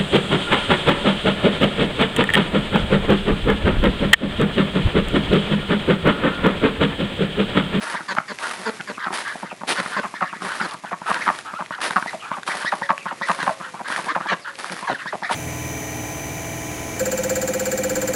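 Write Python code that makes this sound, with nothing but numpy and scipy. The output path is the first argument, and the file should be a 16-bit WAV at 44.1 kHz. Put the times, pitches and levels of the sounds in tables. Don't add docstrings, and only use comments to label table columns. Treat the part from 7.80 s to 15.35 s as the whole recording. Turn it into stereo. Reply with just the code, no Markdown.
import sys
import numpy as np
from scipy import signal
from scipy.fft import rfft, irfft, next_fast_len
from scipy.io import wavfile

SR = 44100
rng = np.random.default_rng(int(sys.argv[2]) if len(sys.argv) > 2 else 0)


def digitize_waveform(pressure):
    field = np.atleast_2d(pressure).T
    bounded = np.clip(field, -1, 1)
    quanta = np.round(bounded * 32767).astype(np.int16)
    wavfile.write(sys.argv[1], SR, quanta)


N = 332778
T = np.arange(N) / SR
SLAP_HZ = 215

# (time [s], length to closing cluck [s], whistle top [Hz], closing throat [Hz],
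# hoarseness [ratio], opening [dB], whistle [relative dB], yelp [dB], closing [dB])
DUCK_CALLS = [(.143, 0.063, 1760, 1290, 0.7, -23.5, -31, -35, -31.5),
              (0.289, 0.095, 1720, 1320, 0.4, -34, -59, -22, -17),
              (1.177, 0.092, 1717, 1160, 0.8, -29.5, -36, -27, -22),
              (1.628, 0.1, 1647, 600, 1.1, -27, -41, -33, -35),
              (2.163, 0.087, 1594, 1120, 0.8, -23.5, -46, -28, -24),
              (2.336, 0.089, 1950, 1180, 0.53, -29, -37.5, -22.5, -17.5),
              (3.039, 0.09, 1600, 1120, 0.77, -27.5, -40, -27, -23),
              (3.214, 0.09, 1545, 1165, 0.74, -30, -45, -29, -17),
              (3.394, 0.084, 2005, 1204, 0.7, -30.5, -31.5, -23, -13.5),
              (3.735, 0.071, 1386, 1110, 0, -27.5, -41, -27.5, -24.5),
              (3.904, 0.094, 1582, 1170, 0.73, -25.5, -34, -32, -49),
              (4.105, 0.06, 1640, 1105, .7, -24, -58, -51, -13),
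              (4.256, 0.09, 2047, 760, .3, -26.5, -37.5, -30, -33.5),
              (4.512, 0.072, 1228, 1110, 0.3, -21, -32, -31, -32.5),
              (4.683, 0.069, 1905, 760, 0.85, -25, -29.5, -30, -35),
              (4.843, 0.095, 1947, 970, 0, -24, -27, -18, -25),
              (5.016, 0.093, 1920, 1030, 0.23, -22.5, -38, -16.5, -16),
              (5.258, 0.068, 1527, 825, 0.8, -22, -33, -26.5, -30.5),
              (5.409, .092, 1973, 1110, 0.38, -23, -30, -21, -15.5),
              (5.591, 0.091, 2008, 1115, 0.25, -25.5, -40, -20.5, -17),
              (5.939, 0.071, 1234, 960, 0.74, -30, -41, -31, -28.5),
              (6.098, 0.092, 1594, 1030, 0.42, -25.5, -32.5, -26, -25.5),
              (6.269, 0.099, 1846, 1030, 0.6, -27.5, -33, -20, -20.5),
              (6.456, 0.072, 1830, 1110, 0.53, -24.5, -34, -23.5, -24),
              (7.024, 0.074, 1113, 754, .14, -28.5, -34, -31, -21),
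              (7.255, 0.088, 1902, 740, 0.2, -27, -34, -24, -26),
              (7.422, 0.089, 1917, 880, 0.57, -26, -30, -22, -21.5)]
# (frequency [Hz], gain [dB])
HUSH_SPECTRUM = [(25, -53), (60, -42), (110, -24), (200, -21), (380, -23), (620, -24.5), (1500, -26.5),
                 (2100, -22.5), (3000, -28.5), (6500, -32.5), (11000, -36)]


def undb(db):
    return 10 ** (np.asarray(db) / 20)


def level(x, db):
    return x * undb(db) / np.sqrt(np.mean(x ** 2) + 1e-18)


def level_over(x, length_s, db):
    return x * undb(db) * np.sqrt(length_s * SR / (np.sum(x ** 2) + 1e-18))


def add(track, start_s, x):
    i = max(int(start_s * SR), 0)
    track[i:i + len(x)] += x[:max(N - i, 0)]


def band(x, hz, width_hz):
    return signal.lfilter(*signal.iirpeak(hz, hz / width_hz, fs=SR), x)


def ring(x, hz, width_hz):
    turn = np.exp(2j * np.pi * np.cumsum(hz) / SR)
    pole = np.exp(-np.pi * width_hz / SR)
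    return np.real(turn * signal.lfilter([1 - pole], [1, -pole], x / turn))


def decay(x, fall_s):
    return signal.lfilter([1], [1, -np.exp(-1 / (fall_s * SR))], x)


def colour(x, spectrum):
    hz, db = np.transpose(spectrum)
    size = next_fast_len(len(x))
    bins_hz = np.fft.rfftfreq(size, 1 / SR) + 1
    gain = undb(np.interp(np.log(bins_hz), np.log(hz), db))
    return irfft(rfft(x, size) * gain, size)[:len(x)]


def wander(count, rate_hz):
    knots = rng.standard_normal(2000)
    return np.interp(np.arange(count) * rate_hz / SR, np.arange(len(knots)), knots)


def hiss(count):
    return rng.standard_normal(SR // 4)[:count]


def span(length_s):
    return np.arange(int(length_s * SR) + SR // 32) / SR


def gate(t, length_s, rise_s, fall_s):
    return (1 - np.exp(-(t / rise_s) ** 2)) * np.exp(-np.maximum(t - length_s, 0) / fall_s)


def crackle(rate_hz, spread_db, swish):
    size = undb(spread_db * np.minimum(rng.exponential(size=N), 4))
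    grains = (rng.random(N) < rate_hz / SR) * size * rng.choice([-1, 1], N)
    return level(grains, 0) + swish * rng.standard_normal(N)


def crunches(rate_hz, fall_s, bed):
    bursts = (rng.random(N) < rate_hz / SR) * rng.uniform(.3, 1, N)
    return level(bed + np.sqrt(decay(bursts ** 2, fall_s) + 1e-18), 0)


def grass_steps(roll_s=0.211, fade_db=-7):
    # (time [s], tread length [s], tread [relative dB], roll [relative dB])
    strides = [(-.01, 0.14, -34.5, -48.5), (0.581, 0.18, -35, -42), (1.313, 0.11, -32.5, -41),
               (1.933, 0.22, -36, -54), (2.608, 0.12, -36, -39), (3.25, 0.15, -37, -40),
               (3.997, 0.11, -31, -41), (4.657, 0.2, -33.5, -44), (5.452, 0.28, -38, -69),
               (6.066, 0.017, -29, -36), (6.772, 0.19, -36.5, -43.5), (7.442, 0.24, -46, -37)]
    # (frequency [Hz], gain [dB])
    grass_spectrum = [(40, -44), (90, -45), (200, -9), (500, -2.5), (1000, 1), (1800, 1.5), (2600, -5.5),
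                      (4800, -9.5), (7200, -18), (10000, -11), (12000, -26.5)]
    weight = np.zeros(N)
    for step_s, tread_s, tread_db, roll_db in strides:
        for start_s, length_s, db in [(step_s, tread_s, tread_db), (step_s + tread_s, roll_s, roll_db)]:
            t = span(2 * length_s)
            load = gate(t, length_s, rise_s=.015, fall_s=.012)
            add(weight, start_s, load * undb(db + fade_db * t / length_s))
    rustle = colour(crackle(rate_hz=1900, spread_db=3.8, swish=.7), grass_spectrum)
    stems = band(rustle, 1700, 1200)
    blades = rustle - stems
    grass = sum(part * crunches(rate_hz=130, fall_s=.004, bed=.9) for part in (stems, blades))
    return level(grass * crunches(rate_hz=60, fall_s=.008, bed=.8), 8) * weight


def hush():
    rustle = crackle(rate_hz=380, spread_db=0, swish=1.26)
    swell = undb(1.3 * wander(N, 9) + wander(N, 40))
    return level(colour(rustle, HUSH_SPECTRUM) * swell, -43)


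def husky(phase, width_hz):
    return wander(len(phase), width_hz) * np.sin(phase) + wander(len(phase), width_hz) * np.cos(phase)


def whistle(hz, hoarse, flutter, flutter_hz, overtone_db):
    # (multiple of pitch [ratio], width [Hz], gain [dB])
    overtones = [(2.0, 344, -3), (2.3, 447, -7), (2.85, 888, -7.5)]
    count = len(hz)
    phase = 2 * np.pi * np.cumsum(hz * (1 + flutter * hoarse * wander(count, flutter_hz))) / SR
    upper = sum(undb(db) * husky(ratio * phase, width_hz) for ratio, width_hz, db in overtones)
    shake = undb(4 * hoarse * wander(count, 614) + 2.5 * wander(count, 175))
    return (np.sin(phase) + undb(overtone_db) * upper) * shake


def wheeze_events(wait_s=0.011, call_share=0.501, lone_hoarse=0.83):
    # (time [s], length [s], whistle top [Hz], relative level [dB])
    lone = [(0.035, 0.11, 1593, -36), (0.614, 0.076, 1523, -32.5), (2.536, 0.054, 1936, -41.5),
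            (1.219, 0.042, 1690, -32), (1.452, 0.073, 1756, -32), (1.958, 0.063, 1582, -32.5),
            (2.118, 0.082, 1630, -32.5), (2.436, 0.057, 1760, -36.5), (2.691, 0.058, 1552, -31.5),
            (2.8, 0.019, 1470, -27.5), (2.895, 0.053, 1287, -38), (3.262, 0.047, 1411, -28.5),
            (3.358, 0.039, 1614, -34), (3.652, 0.079, 1413, -37), (4.42, 0.098, 1400, -38.5),
            (4.803, 0.044, 1637, -35), (5.817, 0.071, 1550, -37), (6.047, 0.058, 1743, -34.5),
            (6.416, 0.046, 1495, -37.5), (6.648, 0.064, 1617, -34), (7.186, 0.065, 1814, -37)]
    climb, arch = np.array([.78, .97, .91]), np.array([.87, .93, .92])
    events = [(start_s + wait_s, call_share * length_s, top_hz * climb, hoarse, db)
              for start_s, length_s, top_hz, _, hoarse, _, db, _, _ in DUCK_CALLS]
    return events + [(start_s, length_s, top_hz * arch, lone_hoarse, db)
                     for start_s, length_s, top_hz, db in lone]


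def wheezes(gain_db=4, lead_s=0.0033, breakup=0.21):
    # (multiple of pitch [ratio], width [Hz], gain [dB])
    air_modes = [(.72, 413.5, 9.5), (1.15, 616, 11), (2.3, 1103, -14)]
    out = np.zeros(N)
    for start_s, length_s, pitches_hz, hoarse, db in wheeze_events():
        t = span(length_s)
        along = np.clip(t / length_s, 0, 1)
        hoarse = np.clip(hoarse, 0, 1)
        husk = np.clip(hoarse + breakup * along ** 2, .2, 1)
        bent_hz = pitches_hz * np.exp(np.array([.04, .01, .03]) * rng.standard_normal(3))
        arch_hz = np.polyval(np.polyfit([0, .5, 1], bent_hz, 2), along)
        hz = arch_hz * (1 + .025 * wander(len(t), 130))
        tone = whistle(hz, .2 + .8 * husk, flutter=.125, flutter_hz=1101, overtone_db=-12)
        phase = 2 * np.pi * np.cumsum(hz) / SR
        air = sum(undb(mode_db) * husky(ratio * phase, width) for ratio, width, mode_db in air_modes)
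        envelope = gate(t, length_s, rise_s=0.002, fall_s=0.002 + 0.028 * hoarse)
        swell = 1 + 1.5 * np.sin(np.pi * along ** .8)
        voice = (level(tone, 0) + husk * level(air, -1)) * envelope * swell
        add(out, start_s - lead_s, level_over(voice, length_s, db + gain_db))
    return out


def pulses(t, length_s, hz, jitter, scatter_db, slowing):
    timing, size = rng.standard_normal((2, 64))
    periods_s = np.exp(jitter * timing) / hz * (1 + slowing * np.arange(64) / (hz * length_s))
    times_s = np.cumsum(periods_s) - periods_s[0]
    inside = times_s < length_s
    out = np.zeros(len(t))
    out[(times_s[inside] * SR).astype(int)] = undb(scatter_db * size[inside])
    return out


def cluck_events(ordinary_db, peak_s=0.00299, open_s=.011, open_hz=960):
    # (peak time [s], length [s], level [dB], throat resonance [Hz])
    singles = [(.998, 0.014, -28, 1360), (1.305, 0.053, -34, 790), (1.331, 0.0052, -26.5, 900),
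               (1.556, 0.014, -31, 650), (1.81, 0.013, -32, 990), (1.835, 0.031, -31.5, 740),
               (2.06, 0.014, -26.5, 1250), (2.527, 0.008, -27.5, 1130), (2.609, 0.038, -31, 1080),
               (2.649, 0.05, -33, 1080), (2.812, 0.068, -25.5, 1230), (2.942, 0.01, -29, 1120),
               (3.498, 0.021, -28, 1140), (4.224, 0.005, -20.5, 1600), (5.805, 0.013, -29, 1080),
               (6.404, 0.015, -25, 1140), (6.535, 0.017, -28, 1200)]
    events = list(singles)
    for start_s, length_s, _, throat_hz, _, open_db, _, _, close_db in DUCK_CALLS:
        close_s = .017 * np.exp(0.028 * (close_db - ordinary_db))
        events.append((start_s + peak_s, open_s, open_db, open_hz))
        events.append((start_s + length_s, close_s, close_db, throat_hz))
    return events


def clucks(ordinary_db=-25, swell_s=.0035, fade=1.6, sag=0.22, air_db=-32, leak_db=-17):
    # (multiple of throat resonance [ratio], width [Hz], gain [dB])
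    throat_modes = [(0.699, 247, -5), (1.03, 356, 3), (1.42, 400, -5), (2.1, 700, -12.5), (3.2, 1460, -18)]
    shut_bill = signal.butter(6, 2100, fs=SR, output="sos")
    out = np.zeros(N)
    lead_s = 1 / SLAP_HZ
    for peak_s, length_s, db, throat_hz in cluck_events(ordinary_db):
        total_s = length_s + lead_s
        t = span(total_s)
        rise = np.minimum(t - lead_s, 0) / swell_s
        pressure = np.exp(rise - fade * np.maximum(t - lead_s, 0) / length_s)
        slaps = pulses(t, total_s, SLAP_HZ, jitter=0.065, scatter_db=7, slowing=0.398) * pressure
        air = decay(slaps, fall_s=.003) * hiss(len(t)) * undb(air_db)
        detunes = np.exp(0.089 * rng.standard_normal(len(throat_modes)))
        centre_hz = throat_hz * (1 + sag * (.5 - np.minimum(t / total_s, 1)))
        throat = np.zeros(len(t))
        for (ratio, width_hz, mode_db), detune in zip(throat_modes, detunes):
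            mode_hz = centre_hz * ratio * detune
            throat += undb(mode_db) * ring(ring(slaps + air, mode_hz, width_hz), mode_hz, width_hz)
        muffled = signal.sosfilt(shut_bill, throat) + undb(leak_db) * throat
        chest = band(band(slaps, 205 * detunes[0] ** 2, 160), 268, 266)
        chest_db = -35.5 + 0.52 * (db - ordinary_db)
        cluck = level_over(muffled, length_s, db) + level_over(chest, length_s, chest_db)
        add(out, peak_s - lead_s, cluck)
    return out


def yelps(yelp_s=.021, drop_s=0.012, landing_hz=761.6, bend=1.349):
    out, t = np.zeros(N), span(yelp_s)
    swell = gate(t, yelp_s, rise_s=.005, fall_s=.002)
    for start_s, length_s, top_hz, _, hoarse, _, _, db, _ in DUCK_CALLS:
        stretch, detune = np.exp(np.array([.18, .08]) * rng.standard_normal(2))
        fallen = np.minimum(t / (drop_s * stretch), 1)
        end_hz = landing_hz * detune
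        hz = end_hz * (top_hz / end_hz) ** (1 - fallen ** bend)
        throb = 1 - fallen ** 2 * np.sin(np.pi * SLAP_HZ * (t - yelp_s)) ** 2
        tone = whistle(hz, .35 + .5 * hoarse, flutter=.14, flutter_hz=1200, overtone_db=-19)
        air = band(band(hiss(len(t)), 1620, 1000), 1620, 1000)
        voice = (level(tone, 0) + level(air, -9)) * swell * throb
        add(out, start_s + length_s - yelp_s, level_over(voice, yelp_s, db))
    return out


def quacks(rasp=0.16, sag=0.18, bass_gain_db=17.5):
    # (time [s], length [s], pitch [Hz], bill resonance [Hz], reed resonance [Hz],
    # bill [dB], reed [dB], bass [relative dB])
    calls = [(0.28, 0.05, 200.4, 1044, 4120, -25, -34, -52.5),
             (0.478, 0.049, 210.1, 1074, 4230, -31, -39.5, -51),
             (0.85, 0.048, 229.8, 944, 4300, -26, -36, -43),
             (1.07, 0.045, 207.4, 1045, 4240, -31, -41.5, -49),
             (1.965, 0.041, 197, 1085, 4160, -26.5, -36, -47.5),
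             (2.163, 0.035, 207.7, 1053, 4200, -24, -38, -43.5),
             (2.811, 0.05, 190.7, 1120, 4300, -28.5, -36.5, -54),
             (3.317, 0.053, 183.7, 1030, 3540, -27, -44, -55.5),
             (5.597, 0.045, 171, 1056, 3770, -25, -37.5, -62),
             (6.284, 0.039, 328, 1085, 4000, -26, -40, -54),
             (6.484, 0.056, 202, 1133, 3620, -20.5, -33.5, -46),
             (7.072, 0.058, 188.5, 1013, 3700, -24.5, -37, -52)]
    # (multiple of bill resonance [ratio], width [Hz], level [dB])
    bill_modes = [(1.0, 69.6, 4), (1.55, 172, 7), (1.85, 190, -1.5), (2.45, 298, -7)]
    # (multiple of reed resonance [ratio], width [Hz], level [dB])
    reed_modes = [(.6, 260, -5), (.76, 420, 3.5), (1.05, 327, 5.5), (1.55, 696, -4.5)]
    out = np.zeros(N)
    for start_s, length_s, hz, bill_hz, reed_hz, bill_db, reed_db, bass_db in calls:
        t = span(length_s)
        slaps = pulses(t, length_s, hz, jitter=.011, scatter_db=1.6, slowing=.07)
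        air = decay(slaps, fall_s=0.0043) * hiss(len(t))
        drive = band(slaps + rasp * air, 2340, 2700)
        sink = 1 + sag * (.5 - np.minimum(t / length_s, 1))
        envelope = gate(t, length_s, rise_s=0.0024, fall_s=0.031)
        for modes, centre_hz, db in [(bill_modes, bill_hz, bill_db), (reed_modes, reed_hz, reed_db)]:
            voice = np.zeros(len(t))
            for ratio, width_hz, mode_db in modes:
                mode_hz = centre_hz * ratio
                ringing = ring(drive, mode_hz * sink, width_hz)
                voice += level(band(ringing, mode_hz, mode_hz / 2), mode_db)
            add(out, start_s, level_over(voice * envelope, length_s, db))
        body = band(slaps, 555, 720)
        bass = band(body, 267, 57) + band(body, 467, 38.5) + 0.18 * band(body, 1250, 710)
        bass *= gate(t, length_s, rise_s=0.035, fall_s=0.009)
        add(out, start_s, level_over(bass, length_s, bass_db + bass_gain_db))
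    return out


def grunts(nose_db=-7):
    # (time [s], length [s], pitch [Hz], level [dB])
    calls = [(.335, .02, 215, -38), (.79, 0.032, 202, -41), (1.3, 0.02, 203, -44),
             (1.63, 0.021, 193, -33.5), (1.99, 0.027, 193, -36), (2.556, 0.014, 207, -40.5),
             (2.632, 0.047, 202, -35.5), (2.825, 0.04, 197, -35), (5.62, 0.024, 180, -33),
             (6.235, .015, 200, -41), (6.9, 0.041, 198.4, -35), (7.105, 0.036, 151.5, -33)]
    out = np.zeros(N)
    for start_s, length_s, hz, db in calls:
        t = span(length_s)
        slaps = pulses(t, length_s, hz, jitter=.04, scatter_db=2, slowing=.15)
        chest = band(band(slaps, 230, 280), 230, 280)
        nose = band(band(slaps, 420, 200), 420, 180)
        voice = (chest + undb(nose_db) * nose) * gate(t, length_s, rise_s=.006, fall_s=.008)
        add(out, start_s, level_over(voice, length_s, db))
    return out


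def snaps(fall_s=.0011, top_db=-17, gain_db=-1):
    # (time [s], relative peak [dB], ring [Hz])
    breaks = [(.351, -16, 1190), (.587, -14.5, 2010), (.712, -15, 1300), (1.010, -17, 2500),
              (1.384, -14.5, 1340), (2.001, -10, 1610), (2.763, -18, 1390), (2.911, -22, 3800),
              (3.329, -18, 2000), (3.344, -9.5, 1600), (3.588, -17, 1630), (3.785, -38, 4000),
              (3.861, -22.5, 1940), (4.005, -20, 1500), (4.108, -10, 1320), (4.203, -24, 1300),
              (4.632, -18.5, 1670), (4.678, -10, 1300), (5.179, -13, 1710), (5.516, -12, 2030),
              (5.629, -12, 1480), (6.162, -7.5, 1610), (6.526, -21, 1730), (6.755, -21, 3000),
              (6.844, -11, 1390), (6.898, -14.5, 1760), (6.966, -15, 1400), (6.99, -29, 2190)]
    out, t = np.zeros(N), span(0)
    for start_s, db, hz in breaks:
        burst = hiss(len(t)) * np.exp(-t / fall_s)
        crack = band(band(burst, hz, hz / 2), hz, hz) + undb(top_db) * band(burst, 2300, 3300)
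        add(out, start_s, crack / np.abs(crack).max() * undb(db + gain_db))
    return out


def peeps(fall_per_s=5.1):
    # (time [s], length [s], starting pitch [Hz], level [dB])
    notes = [(1.135, 0.051, 2860, -44.5), (1.695, 0.032, 2860, -39), (2.208, 0.038, 3110, -47),
             (2.474, 0.045, 3080, -44.5), (2.868, .035, 3070, -47), (3.057, 0.043, 2880, -48),
             (3.825, .04, 3180, -49), (3.872, .045, 3500, -56), (4.395, 0.063, 3120, -41.5),
             (5.18, 0.054, 3060, -42), (6.609, 0.039, 5270, -49), (7.145, 0.024, 3600, -49),
             (7.178, 0.029, 2980, -40), (7.395, 0.034, 6000, -54)]
    out = np.zeros(N)
    for start_s, length_s, start_hz, db in notes:
        t = span(length_s)
        hz = start_hz * np.exp(-fall_per_s * t)
        tone = whistle(hz, hoarse=.8, flutter=.11, flutter_hz=1500, overtone_db=-28)
        tone *= gate(t, length_s, rise_s=0.006, fall_s=0.005)
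        add(out, start_s, level_over(tone, length_s, db))
    return out


def scuffs():
    # (time [s], length [s], level [dB])
    scrapes = [(1.869, 0.077, -19), (4.015, 0.083, -26.5), (7.501, 0.056, -23.5)]
    # (frequency [Hz], gain [dB])
    grit_spectrum = [(40, -36), (90, -27), (200, -4), (550, 2), (1800, 1), (3300, -1.5), (5000, -7.5),
                     (7200, -15.5), (10000, -8), (12000, -23)]
    pressure = np.zeros(N)
    for start_s, length_s, db in scrapes:
        add(pressure, start_s, undb(db) * np.sqrt(np.hanning(int(length_s * SR))))
    grit = colour(crackle(rate_hz=2800, spread_db=2, swish=0.38), grit_spectrum)
    return pressure * level(grit, 0)


def slurs():
    # (time [s], length [s], starting pitch [Hz], final pitch [Hz], level [dB])
    notes = [(2.526, 0.012, 1235, 916, -31), (3.495, 0.014, 814, 580, -30), (3.756, 0.03, 1185, 1485, -33),
             (4.276, .018, 1850, 2100, -28.5), (4.344, 0.0092, 694, 650, -25.5),
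             (5.026, 0.0138, 1676, 1990, -24.5), (5.12, 0.015, 710, 580, -31),
             (5.705, 0.0094, 700, 634, -22), (6.281, 0.027, 950, 1260, -22.5), (7.068, .05, 1092, 597, -29),
             (7.143, 0.019, 1874, 1464, -27), (7.267, 0.0219, 1510, 1884, -33),
             (7.431, 0.031, 830, 684, -35)]
    out = np.zeros(N)
    for start_s, length_s, start_hz, end_hz, db in notes:
        t = span(length_s)
        hz = np.interp(t, [0, length_s], [start_hz, end_hz])
        tone = whistle(hz, hoarse=0.2, flutter=0.081, flutter_hz=900, overtone_db=-17)
        tone *= gate(t, length_s, rise_s=0.0032, fall_s=0.0037)
        add(out, start_s, level_over(tone, length_s, db))
    return out


def far_call():
    # (time [s], pitch [Hz], level [dB])
    contour = [(4.95, 565, -52), (5.0, 573, -43), (5.2, 555, -51), (5.75, 552, -42), (5.95, 499, -55),
               (6.351, 473, -47), (6.601, 603, -48), (6.8, 524, -51), (6.948, 513, -47)]
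    times_s, hz, db = np.transpose(contour)
    pitch_hz = np.interp(T, times_s, hz) * (1 + .012 * wander(N, 40) + .045 * wander(N, 450))
    level_db = np.interp(T, times_s, db, left=-120, right=-120) + 4.5 * wander(N, 45)
    return np.sin(2 * np.pi * np.cumsum(pitch_hz) / SR) * undb(level_db)


def reflections(x, t60_s, db):
    t = np.arange(SR // 2) / SR
    response = rng.standard_normal(len(t)) * undb(-60 * t / t60_s)
    response *= undb(db) / np.sqrt(np.sum(response ** 2))
    return signal.fftconvolve(x, response)[:N]


def scene():
    # (frequency [Hz], side gain [dB])
    width_spectrum = [(30, 0), (150, -22), (330, -1), (700, -10), (2000, -20.5), (5000, -45), (7500, -11),
                      (10500, -1)]
    # (time [s], left gain [dB])
    drift = [(0, -.3), (5.0, -.5), (6.2, -1.3), (7.5, -1.4)]
    ducks = clucks() + grunts() + yelps() + slurs() + wheezes() + quacks()
    near = ducks + peeps() + grass_steps() + snaps() + scuffs()
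    mid = near + reflections(near, t60_s=0.28, db=-13.5) + far_call() + hush()
    quadrature = signal.hilbert(mid, next_fast_len(N)).imag[:N]
    side = colour(0.42 * quadrature + reflections(mid, t60_s=.04, db=-9), width_spectrum)
    side += reflections(mid, t60_s=1.0, db=-27.5)
    side += level(colour(rng.standard_normal(N), HUSH_SPECTRUM), -59)
    left_gain = undb(np.interp(T, *np.transpose(drift)))
    return np.array([(mid + side) * left_gain, mid - side])


def record(dry):
    ceiling, top_hz = .95, 11300
    rounded = dry / (1 + (dry / ceiling) ** 4) ** .25
    return signal.sosfilt(signal.ellip(10, .2, 80, top_hz, fs=SR, output="sos"), rounded)


dry = scene()
out = record(dry)
digitize_waveform(out)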